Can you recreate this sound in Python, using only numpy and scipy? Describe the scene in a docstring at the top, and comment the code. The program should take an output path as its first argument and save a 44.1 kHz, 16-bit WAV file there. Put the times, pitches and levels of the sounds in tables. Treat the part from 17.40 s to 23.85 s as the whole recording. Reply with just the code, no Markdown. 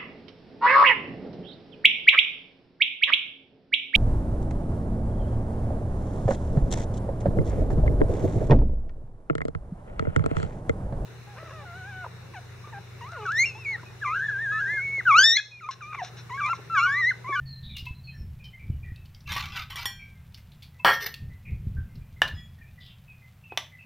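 """Birds chirp under the roof nearby and cats crunch dry food, heard on a tiled porch.
Close to the microphone a steel bowl is dragged over the tiles and clinks, another is set down with
a clatter, and hard knocks fall among them. The hand-held microphone rumbles as it is moved.
Chirps are gliding sines, crunches are bursts of tiny fractures, bowls are decaying modes and gritty
scrapes, and rumble is filtered noise. Source levels are relative: the mix in scene() sets the balance."""
import sys
import numpy as np
from scipy import signal
from scipy.fft import rfft, irfft
from scipy.io import wavfile
from scipy.ndimage import uniform_filter1d

SR = 44100
rng = np.random.default_rng(int(sys.argv[2]) if len(sys.argv) > 2 else 0)


def master(y):
    """Save y as 16-bit WAV."""
    cut = np.clip(np.atleast_2d(y).T, -1, 1)
    pcm = np.round(cut * 32767)  # scale
    wavfile.write(sys.argv[1], SR, pcm.astype(np.int16))


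N = 284445
TIME = np.arange(N) / SR  # s

# Hand on the microphone, strength of the rumble: [t/s, level/dB]
GRIP_LEVELS = [(0.0, -43.5), (0.21, -51), (0.25, -41.5), (0.75, -50.5), (0.81, -36.5), (1.17, -54),
               (1.29, -35), (1.81, -53), (1.89, -37.5), (2.24, -47), (3.75, -55), (3.83, -35),
               (4.02, -50.5), (4.13, -31.5), (4.18, -39), (4.4, -32.5), (4.51, -47.5), (4.58, -37),
               (4.67, -49.5), (4.97, -40.5), (5.03, -48), (6.45, -65)]
# Spectra of the deep and upper rumble: [f/Hz, level/dB]
DEEP_RUMBLE = [(15, -8), (35, -1.5), (60, -1.5), (85, 6), (110, -20.5), (200, -27)]
UPPER_RUMBLE = [(55, -39.5), (90, 0.5), (130, 3), (170, -6), (230, -15.5), (330, -42), (600, -41)]
# Fingers bump the case: [t/s, peak level/dB, f/Hz]
CASE_BUMPS = [(.425, -26.5, 79), (.507, -24, 77), (.81, -23.5, 62.5), (1.299, -16.5, 127), (1.346, -24, 71),
              (1.518, -24.5, 91), (4.12, -21.5, 92), (4.269, -17, 86), (4.384, -20, 68), (4.935, -24.5, 89)]
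BUMP_T60_S = 0.073

# A low hum, fading early on: [t/s, level/dB]
HUM_LEVELS = [(0, -42.5), (.3, -46.5), (.7, -48.5), (1.1, -51.5)]
# A thin tone, fading sooner: [t/s, level/dB]
THIN_TONE_LEVELS = [(0, -64.5), (.24, -64), (.4, -86)]
HUM_HZ, THIN_TONE_HZ = 133, 1800
# Spectrum of the quiet air: [f/Hz, level/dB]
AIR_SPECTRUM = [(200, -2.5), (350, -3), (700, 0), (1500, -2.5), (2500, -2.5), (4000, -11), (6500, -14.5),
                (10000, -16), (14000, -10), (16000, -15)]
AIR_DB = -65.5

# Nearest bird: [t/s, length/s, start f/Hz, level/dB]
NEAR_CHIRPS = [(.056, .12, 4430, -49.5), (.29, 0.058, 2380, -56), (.35, 0.044, 2883, -45),
               (.546, .04, 4100, -59), (.635, .09, 4380, -55), (.67, 0.047, 2574, -49),
               (.723, 0.051, 1800, -59.5), (.745, 0.095, 5590, -64.5), (.993, 0.068, 2510, -55.5),
               (1.037, 0.055, 3120, -54), (1.13, 0.037, 2126, -51), (1.19, 0.054, 2343, -52),
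               (1.427, 0.036, 2418, -53), (1.44, .08, 1974, -55), (1.554, 0.055, 2680, -61),
               (1.857, .04, 2680, -48), (2.588, 0.068, 2363, -46), (3.896, 0.06, 2052, -60.5),
               (4.363, 0.049, 1567, -51.5), (4.762, 0.029, 2074, -57.5), (5.18, 0.065, 1870, -58.5),
               (5.214, .04, 2400, -58), (5.377, .03, 1960, -54), (5.676, .08, 2580, -54),
               (5.816, 0.042, 2078, -58), (6.036, 0.026, 2706, -53), (6.094, 0.048, 2560, -49),
               (6.316, 0.059, 2070, -53.5), (6.387, 0.056, 2620, -50.5)]
CHIRP_ATTACK_S, CHIRP_RELEASE_S = .007, .025
CHIRP_FALL_OCTAVES_PER_S, CHIRP_RASP = 1.05, 0.22  # fall is shared by all notes; rasp 0-1
# Harsh calls: [t/s, length/s, start f/Hz, level/dB, rasp/0-1]
HARSH_CALLS = [(0.223, 0.14, 4010, -50.5, 0.54), (4.048, 0.064, 2437, -50.5, 0.51),
               (5.398, .09, 5000, -65, 0.88), (5.401, .13, 3430, -56, .9)]
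# Birds farther off, at random
FAR_CHIRPS_PER_S, FAR_CHIRP_DB, FAR_CHIRP_HZ, FAR_CHIRP_S = 1.8, -68, 2430, .05

# Loudest cracks of kibble: [t/s, level/dB, centre f/Hz, decay/s]
LOUD_CRUNCHES = [(.365, -40.5, 3120, .016), (0.382, -45.5, 3530, .02), (0.452, -48.5, 2970, 0.019),
                 (1.039, -54, 3900, 0.017), (1.558, -46.5, 3370, 0.0041), (1.655, -50.5, 3870, 0.0056),
                 (1.745, -53, 4350, 0.009), (2.943, -41, 4050, 0.0061), (2.974, -53.5, 2100, 0.014),
                 (3.221, -48, 3000, 0.021), (3.7395, -27.5, 3300, 0.0033), (4.876, -33.5, 3200, .006)]
# Spectrum of the cracks: [f/Hz, level/dB]
CRUNCH_SPECTRUM = [(400, -22), (1200, -2), (2200, 1), (5500, 7), (8000, -4), (13000, 1.5), (16000, -0.5)]
NIBBLES_PER_S, NIBBLE_DB, NIBBLE_HZ, NIBBLE_S = 1.1, -59.5, 3800, 0.012  # fainter cracks at random

# A muzzle nudges a bowl: [t/s, strength/dB]
MUZZLE_NUDGES = [(.459, -34), (3.390, -41.5)]
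# Soft ring of the nudged bowl: [f/Hz, level/dB, t60/s]
NUDGED_MODES = [(995, -6, .09), (2130, -12, .1), (2626, 2.5, .11)]
NUDGE_CONTACT_S = .012
# A rubbed rim sings briefly: [f/Hz, level/dB]
RUBBED_RIM_TONES = [(1766, -74.5), (1933, -65), (3354, -56), (5066, -61), (7020, -76)]
RIM_S, RIM_SWELL_S, RIM_T60_S, RIM_DB, RIM_WAVER_DB = 4.925, .065, .35, 8.5, 4.5

# Pushes that drag the bowl over the tiles: [t/s, swell/s, length/s, level/dB]
DRAG_PUSHES = [(1.865, 0.057, .09, -33), (1.958, 0.0075, .13, -30), (2.08, .05, .07, -42.5),
               (2.14, 0.029, .09, -32.5), (2.298, .008, .06, -40.5), (2.355, .028, .09, -34.5)]
SLIDE_SAG_DB_PER_S, SLIDE_STOP_S = 127.5, .014  # a slide loses speed, then stops
# The dragged rim catches on the tiles: [t/s, strength/dB, free ringing/dB]
RIM_CATCHES = [(1.920, -15.5, -2.5), (1.9645, -16, -8), (2.015, -36, -12), (2.057, -13, -30),
               (2.168, -28, -5), (2.220, -29, -19), (2.304, -24.5, -3), (2.358, -26.5, 7), (2.456, -9.5, 0)]
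# Ringing modes of the dragged bowl: [f/Hz, level/dB, t60/s]
DRAGGED_BOWL_MODES = [(808, -37, 0.19), (1060, -20, 0.042), (1584, -43, 1), (1750, -27.5, 0.18),
                      (1927, -20, 0.19), (2370, -37.5, 0.63), (3200, -23.5, 0.36), (3390, -17.5, 0.082),
                      (4340, -35.5, 0.37), (5600, -36, 0.42), (5570, -22, 0.13), (7030, -36, 0.2),
                      (7180, -36, 0.34), (8640, -32.5, 0.16), (10040, -27.5, 0.061), (12100, -26, 0.065),
                      (13140, -41, 0.19), (13850, -28, 0.081), (15000, -36, 0.082)]
# Spectrum of its gritty contact with the floor: [f/Hz, level/dB]
GRIT_SPECTRUM = [(200, -31), (550, -21), (750, -5), (1060, 5), (1420, 4.5), (1680, -0.5), (2200, 9.5),
                 (2900, 4.5), (4600, 1.5), (6000, -7), (8000, -20.5), (11000, -20), (13500, -10.5),
                 (16000, -20)]

# Hard knocks on bowls and tiles:
# [t/s, strength/dB, brightness/dB per octave, rebound gap/s, ring f/Hz, ring level/dB, ring t60/s]
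HARD_KNOCKS = [(1.9641, -21, 3, .003, 1134, -5.5, 0.11), (4.8188, -1, 0, .007, 1750, -4.5, 0.026),
               (6.122, -19, -8, .004, 840, -24, .02), (6.1748, -3.5, 1.5, .0016, 3480, -13, 0.015)]
# Spectrum of the knocks: [f/Hz, level/dB]
KNOCK_SPECTRUM = [(80, -20), (220, -16.5), (420, -2.5), (900, 7), (1400, -3), (1900, 0), (2700, 2),
                  (3500, 0.5), (4800, -10.5), (5700, -7.5), (7000, -28), (10000, -22.5), (13500, -22),
                  (16000, -57)]
OVERTONE_RATIO, OVERTONE_DB = 1.65, -5  # second mode of each ring
REBOUND_LOSS_DB, REBOUND_TILT_DB = 7.5, .3  # per rebound: weaker, and brighter by dB per octave

# The other bowl lands and rocks on its base, each contact weaker and ringing more freely
LANDING_S, LANDING_DB, LANDING_FREE_DB = 3.4475, 6, 1
ROCK_PERIOD_S, ROCK_DB, ROCK_LOSS_DB = .0068, 3.5, 1.1  # mean gap; first contact; loss per contact
ROCK_FREE_DB, ROCK_FREEING_DB = -2.5, 1.0  # free ringing at the first contact; gain per contact
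# Its last taps: [t/s, strength/dB, free ringing/dB]
LAST_TAPS = [(3.605, -20, -4), (3.647, -24, -23), (3.663, -19.5, 1.5)]
# It skids to rest: [t/s, swell/s, length/s, level/dB]
REST_SKIDS = [(3.505, 0.028, 0.043, -30.5), (3.598, .03, .05, -32), (3.66, 0.0029, 0.0061, -25.5)]
# Ringing modes of the bowl set down: [f/Hz, level/dB, t60/s]
SET_DOWN_MODES = [(409.5, -41, 0.12), (554, -39.5, 0.19), (724, -37.5, 0.19), (733, -38, 0.13),
                  (885, -37, 0.21), (1103, -37.5, .18), (1212, -39, 0.098), (1350, -25.5, .14),
                  (1375, -29, .17), (1652, -26.5, .18), (1826, -30, .46), (2190, -37, 0.17),
                  (2400, -40.5, .21), (3223, -33.5, 0.21), (3330, -43, 0.27), (4280, -44.5, 0.2),
                  (4500, -49.5, 0.21), (5430, -53, 0.47), (5550, -49.5, 0.42), (6910, -62.5, 0.37),
                  (8400, -52, 0.13), (10200, -54, 0.15), (12300, -56, 0.32), (14575, -55, .46)]
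# Spectrum of the clank of each contact: [f/Hz, level/dB]
CLANK_SPECTRUM = [(90, -26), (160, -11.5), (270, -13), (480, -7.5), (750, -2.5), (1150, 3.5), (1750, -8.5),
                  (2600, -15), (3250, -14.5), (3800, -30), (4500, -13.5), (6500, -37.5), (9500, -45.5),
                  (12500, -32), (16000, -26)]
# Spectrum of the skids: [f/Hz, level/dB]
SKID_SPECTRUM = [(300, 9.5), (900, -19), (1900, 10.5), (2800, 1.5), (4500, 4), (5600, 4), (7000, -21.5),
                 (10000, -14.5), (12500, -2), (13600, 8), (14600, -2), (16000, -17)]

# Echo time of the porch: [f/Hz, t60/s]
PORCH_DECAY = [(150, .45), (700, 0.26), (2500, 0.31), (6000, 0.25), (15000, 0.24)]
CUTOFF_HZ = 15850


def from_db(db):
    """Decibels to gain."""
    return 10 ** (np.asarray(db) / 20)


def rms_one(x):
    """Scale to an rms of 1."""
    return x / np.sqrt(np.mean(x ** 2) + 1e-20)


def level(rows, column=1):
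    """Gain over time from a column of dB; silent outside the rows."""
    rows = np.array(rows)
    return from_db(np.interp(TIME, rows[:, 0], rows[:, column], left=-200, right=-200))


def at_hz(points, hz):
    """Read a table on a log-frequency axis."""
    points = np.array(points)
    return np.interp(np.log(hz + 1), np.log(points[:, 0]), points[:, 1])


def add(track, s, sound):
    """Mix a sound into a track at a time in seconds."""
    start = max(round(s * SR), 0)
    track[start:start + len(sound)] += sound[:N - start]


def colour(x, spectrum, tilt_db=0, size=8192):
    """Causal (minimum-phase) filter of unit energy with the given spectrum, tilted per octave."""
    hz = np.arange(size // 2 + 1) * SR / size
    tilt = tilt_db * np.log2(np.maximum(hz, spectrum[1][0]))
    cepstrum = irfft(np.log(from_db(at_hz(spectrum, hz) + tilt)))
    # Folding the cepstrum forward in time makes the response minimum-phase
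    cepstrum[1:size // 2] *= 2
    cepstrum[size // 2 + 1:] = 0
    response = irfft(np.exp(rfft(cepstrum)))
    return signal.fftconvolve(x, response / np.linalg.norm(response))[:len(x)]


def wander(count, rate_hz):
    """Smooth chance: straight lines between random knots with a spread of 1."""
    knots = rng.standard_normal(2000)
    return np.interp(np.arange(count) / SR * rate_hz, np.arange(len(knots)), knots)


def ring(clicks, hz, t60):
    """A two-pole resonator: a unit click starts a decaying sine of initial height 1."""
    r = from_db(-60 / (t60 * SR))
    w = 2 * np.pi * hz / SR
    return signal.lfilter([0, np.sin(w)], [1, -2 * r * np.cos(w), r * r], clicks + 1e-18)


def grains(count, per_s, spread_db):
    """Random tiny slips or fractures of uneven size; rms 1."""
    sizes = from_db(spread_db * np.minimum(rng.exponential(1, count), 4))
    signed = sizes * rng.choice([-1, 1], count)
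    return rms_one(signed * (rng.random(count) < per_s / SR))


def scattered(per_s, level_db, hz, octaves, count=40):
    """Faint events at random moments, around one level and pitch: (t/s, level/dB, f/Hz)."""
    gap, strength, pitch = rng.random((count, 3)).T
    times = np.cumsum(2 * gap / per_s)
    levels = level_db + 3 * (2 * strength - 1)
    pitches = hz * 2 ** (octaves * (2 * pitch - 1))
    return [row for row in zip(times, levels, pitches) if row[0] < TIME[-1]]


def rumble(spectrum, even_s):
    """Coloured noise, divided by its own running level to keep it steady."""
    noise = colour(rng.standard_normal(N), spectrum)
    return noise / np.sqrt(uniform_filter1d(noise ** 2, int(even_s * SR)) + 1e-9)


def handling():
    """The shifting grip rumbles through the case, with soft bumps over a steady low drone."""
    grip = level(GRIP_LEVELS)
    upper = np.hypot(from_db(-3.5) * grip, from_db(-54.5))  # the drone is the floor under the grip
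    out = grip * from_db(0.1) * rumble(DEEP_RUMBLE, even_s=0.18)
    out += upper * rumble(UPPER_RUMBLE, even_s=0.044)
    for s, peak_db, hz in CASE_BUMPS:
        add(out, s, from_db(peak_db) * ring(signal.unit_impulse(SR // 4), hz, BUMP_T60_S))
    return signal.sosfilt(signal.butter(4, 380, fs=SR, output="sos"), out)


def wavering_tone(hz, waver_hz, rate_hz):
    """A sine of rms 1 whose pitch wanders."""
    pitch = hz + waver_hz * wander(N, rate_hz)
    return np.sqrt(2) * np.sin(2 * np.pi * np.cumsum(pitch) / SR)


def background():
    """Still air as coloured noise, with a wavering low hum and a thin tone that fade early on."""
    hum = level(HUM_LEVELS) * wavering_tone(HUM_HZ, waver_hz=2.04, rate_hz=12.0)
    thin = level(THIN_TONE_LEVELS) * wavering_tone(THIN_TONE_HZ, waver_hz=35, rate_hz=250)
    air = from_db(AIR_DB) * colour(rng.standard_normal(N), AIR_SPECTRUM)
    return hum + thin + air


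def birds():
    """Short falling whistles; a fast random wobble of pitch and strength makes them raspy."""
    out = np.zeros(N)
    far_rows = scattered(FAR_CHIRPS_PER_S, FAR_CHIRP_DB, FAR_CHIRP_HZ, octaves=0.41)
    far = [(s, FAR_CHIRP_S, hz, level_db) for s, level_db, hz in far_rows]
    chirps = [(*note, CHIRP_RASP) for note in NEAR_CHIRPS + far]
    for s, length, start_hz, level_db, rasp in HARSH_CALLS + chirps:
        count = int(length * SR)
        t = TIME[:count]
        glide = start_hz * 2 ** (-CHIRP_FALL_OCTAVES_PER_S * t)
        pitch = glide + rasp ** 1.4 * 520 * wander(count, rate_hz=900)
        gate = np.minimum(np.minimum(t / CHIRP_ATTACK_S, (length - t) / CHIRP_RELEASE_S), 1)
        swell = gate * from_db(rasp * 4 * wander(count, rate_hz=250))
        whistle = swell * np.sin(2 * np.pi * np.cumsum(pitch) / SR)
        add(out, s, from_db(level_db) * rms_one(whistle))
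    return out


def peak_filter(x, hz, q):
    """One resonance."""
    return signal.lfilter(*signal.iirpeak(hz, q, fs=SR), x)


def kibble(size=8192):
    """Swells of fractures ring pitches around one centre; faint chewing ticks run throughout."""
    out = np.zeros(N)
    t = np.arange(size) / SR
    swell = 1 - np.exp(-(t / .002) ** 2)
    nibble_rows = scattered(NIBBLES_PER_S, NIBBLE_DB, NIBBLE_HZ, octaves=.3)
    nibbles = [(*row, NIBBLE_S) for row in nibble_rows]
    for s, level_db, hz, decay_s in LOUD_CRUNCHES + nibbles:
        cracks = colour(grains(size, per_s=9100, spread_db=5.5), CRUNCH_SPECTRUM)
        pitches = hz * np.exp(np.linspace(-.3, .3, 4) + .04 * rng.standard_normal(4))
        hollow = sum((-1) ** k * peak_filter(cracks, pitch, 12) for k, pitch in enumerate(pitches))
        crunch = rms_one(hollow + .13 * cracks) * swell * np.exp(-t / decay_s)
        add(out, s, from_db(level_db + 3.5) * crunch)
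    chewing = peak_filter(grains(N, per_s=60, spread_db=2.0), 3600, 3)
    return out + from_db(-78.5) * rms_one(chewing)


def swelling_tone(t, hz, swell_s, t60):
    """A mode that builds up while it is rubbed, then dies away."""
    swell = np.minimum(t / swell_s, 1) ** 2
    decay = np.exp(-np.log(1000) * np.maximum(t - swell_s, 0) / t60)
    return swell * decay * np.sin(2 * np.pi * hz * t)


def touched_bowls():
    """Soft nudges ring a few modes; a rubbed rim swells into wavering tones and rings out."""
    out = np.zeros(N)
    for s, strength_db in MUZZLE_NUDGES:
        t = np.maximum(TIME - s, 0)
        for hz, mode_db, t60 in NUDGED_MODES:
            out += from_db(strength_db + mode_db) * swelling_tone(t, hz, NUDGE_CONTACT_S, t60)
    t = np.maximum(TIME - RIM_S, 0)
    for hz, tone_db in RUBBED_RIM_TONES:
        gain = from_db(RIM_DB + tone_db + RIM_WAVER_DB * wander(N, rate_hz=65))
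        out += gain * swelling_tone(t, hz, RIM_SWELL_S, RIM_T60_S)
    return out


def slide_force(slides):
    """Each slide swells, sags as the bowl slows and stops."""
    force = np.zeros(N)
    for s, swell_s, length, level_db in slides:
        t = np.maximum(TIME - s, 0)
        swell = np.minimum(t / swell_s, 1)
        sag = from_db(level_db - SLIDE_SAG_DB_PER_S * np.maximum(t - swell_s, 0))
        stop = np.exp(-np.maximum(t - length, 0) / SLIDE_STOP_S)
        force = np.maximum(force, swell * sag * stop)
    return force


def scrape(force, spectrum, shift_db, clump_db, count=50):
    """Clumped slips feed damped resonances whose strengths shift as the contact point travels."""
    active = np.flatnonzero(force > 1e-6)
    size = len(active)
    clumps = from_db(clump_db * wander(size, rate_hz=240))
    slips = grains(size, per_s=1500, spread_db=3.5) * clumps
    pitches = np.geomspace(380, 15000, count) * np.exp(.015 * rng.standard_normal(count))
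    body = np.zeros(size)
    for k, hz in enumerate(pitches):
        width_hz = 12 + .012 * hz
        shift = from_db(shift_db * wander(size, rate_hz=22))
        body += (-1) ** k * shift * peak_filter(slips, hz, hz / width_hz)
    sound = colour(rms_one(body) + .25 * rms_one(slips), spectrum)
    # Even out the loudness so that the force alone sets it
    steady = sound / np.sqrt(uniform_filter1d(sound ** 2, size=1200) + 1e-12)
    out = np.zeros(N)
    out[active] = force[active] * steady
    return out


def contact(buzz, buzz_s, size=8192):
    """One sharp click and the brief buzz of the surfaces settling."""
    tail = rng.standard_normal(size) * np.exp(-np.arange(size) / SR / buzz_s)
    return signal.unit_impulse(size) + buzz * tail / np.linalg.norm(tail)


def steel_bowl(hits, modes, contact_spectrum, clank_db, crowd_db, crowd_hz, buzz_s,
               count=4, size=40000):
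    """Blows feed energy to main modes, ring weaker, shorter neighbours, and clank on the floor."""
    s, strength_db, free_db = np.transpose(hits)
    first = s.min()
    out, blows, crowd = np.zeros(N), np.zeros(N), np.zeros(size)
    t = np.arange(2 * size) / SR
    click = signal.unit_impulse(size)
    fed = np.zeros(len(t))
    fed[np.round((s - first) * SR).astype(int)] = from_db(strength_db + free_db) ** 2
    for hz, mode_db, t60 in modes:
        energy = signal.lfilter([1], [1, -from_db(-120 / (t60 * SR))], fed)
        tone = np.sqrt(energy) * np.sin(2 * np.pi * hz * t) * rng.choice([-1, 1])
        add(out, first, from_db(mode_db) * tone)
        neighbours = hz + crowd_hz * np.sqrt(hz / 3000) * rng.uniform(-1, 1, count)
        for near_hz in neighbours:
            sign = rng.choice([-1, 1])
            crowd += from_db(mode_db + crowd_db) * sign * ring(click, near_hz, .5 * t60)
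    for when, gain, free in zip(s, from_db(strength_db), from_db(free_db)):
        add(blows, when, gain * contact(buzz=1.5, buzz_s=buzz_s))
        add(out, when, gain * free * crowd)
    return out + from_db(clank_db) * colour(blows, contact_spectrum)


def dragged_bowl():
    """The base sticks and slips over grit; the rim catches now and then, hardest at the end."""
    sliding = scrape(slide_force(DRAG_PUSHES), GRIT_SPECTRUM, shift_db=5.5, clump_db=5.0)
    clinks = steel_bowl(RIM_CATCHES, DRAGGED_BOWL_MODES, GRIT_SPECTRUM,
                        clank_db=-6.0, crowd_db=-10.0, crowd_hz=170, buzz_s=.003)
    return sliding + clinks


def knocks(count=3):
    """A dry crack with a short, damped ring of two modes and two quick rebounds."""
    out = np.zeros(N)
    click = signal.unit_impulse(SR // 4)
    for s, strength_db, tilt_db, gap_s, hz, ring_db, t60 in HARD_KNOCKS:
        overtone = from_db(OVERTONE_DB) * ring(click, hz * OVERTONE_RATIO, t60)
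        body = ring(click, hz, t60) + overtone
        add(out, s, from_db(strength_db + ring_db) * body)
        for k in range(count):
            tilt = tilt_db + k * REBOUND_TILT_DB
            crack = colour(contact(buzz=1.0, buzz_s=0.0075), KNOCK_SPECTRUM, tilt)
            add(out, s + k * gap_s, from_db(strength_db - k * REBOUND_LOSS_DB) * crack)
    return out


def rocking(count=8):
    """The landing and the quick, uneven contacts after it: (t/s, strength/dB, free ringing/dB)."""
    k = np.arange(count)
    s = LANDING_S + ROCK_PERIOD_S * (k + 1 + .12 * rng.uniform(-1, 1, count))
    contacts = zip(s, ROCK_DB - ROCK_LOSS_DB * k, ROCK_FREE_DB + ROCK_FREEING_DB * k)
    return [(LANDING_S, LANDING_DB, LANDING_FREE_DB), *contacts]


def set_down_bowl():
    """The bowl lands, rocks quickly on its base and skids a little."""
    sliding = scrape(slide_force(REST_SKIDS), SKID_SPECTRUM, shift_db=5.0, clump_db=5.5)
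    clatter = steel_bowl(rocking() + LAST_TAPS, SET_DOWN_MODES, CLANK_SPECTRUM,
                         clank_db=-1.5, crowd_db=-3.0, crowd_hz=225, buzz_s=0.0057)
    return from_db(-3.5) * sliding + clatter


def porch(x, build_s, size=32768):
    """Diffuse echo of unit energy from tiles and walls; each octave dies at its own rate."""
    t = np.arange(size) / SR
    response = np.zeros(size)
    edges = np.geomspace(70, 18000, 9)
    for low, high in zip(edges, edges[1:]):
        octave = signal.butter(2, [low, high], "band", fs=SR, output="sos")
        band = signal.sosfilt(octave, rng.standard_normal(size))
        t60 = at_hz(PORCH_DECAY, np.sqrt(low * high))
        response += band * np.exp(-np.log(1000) * t / t60)
    response *= 1 - np.exp(-t / build_s)
    return signal.fftconvolve(x, response / np.linalg.norm(response))[:N]


def scene():
    """Near things are drier than the birds; only the top of the echo and hiss is spread wide."""
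    bowls = dragged_bowl() + set_down_bowl() + touched_bowls()
    knocking, eating, song = knocks(), kibble(), birds()
    near = from_db(-10.5) * bowls + from_db(-11.0) * knocking + from_db(-9) * eating  # echo send
    echo = porch(near + from_db(-3.0) * song, build_s=.004)
    direct = bowls + knocking + eating + from_db(-4) * song
    mid = direct + echo + handling() + background()
    hiss = from_db(-79) * rng.standard_normal(N)
    spread = from_db(-4.5) * porch(near, build_s=0.00218) + hiss
    side = signal.sosfilt(signal.butter(8, 5600, "high", fs=SR, output="sos"), spread)
    return np.array([mid + side, mid - side])


def record(dry):
    """Peaks are rounded and the top is cut."""
    low_pass = signal.ellip(10, .05, 60, CUTOFF_HZ, fs=SR, output="sos")
    return signal.sosfiltfilt(low_pass, np.tanh(dry))


dry = scene()
out = record(dry)
master(out)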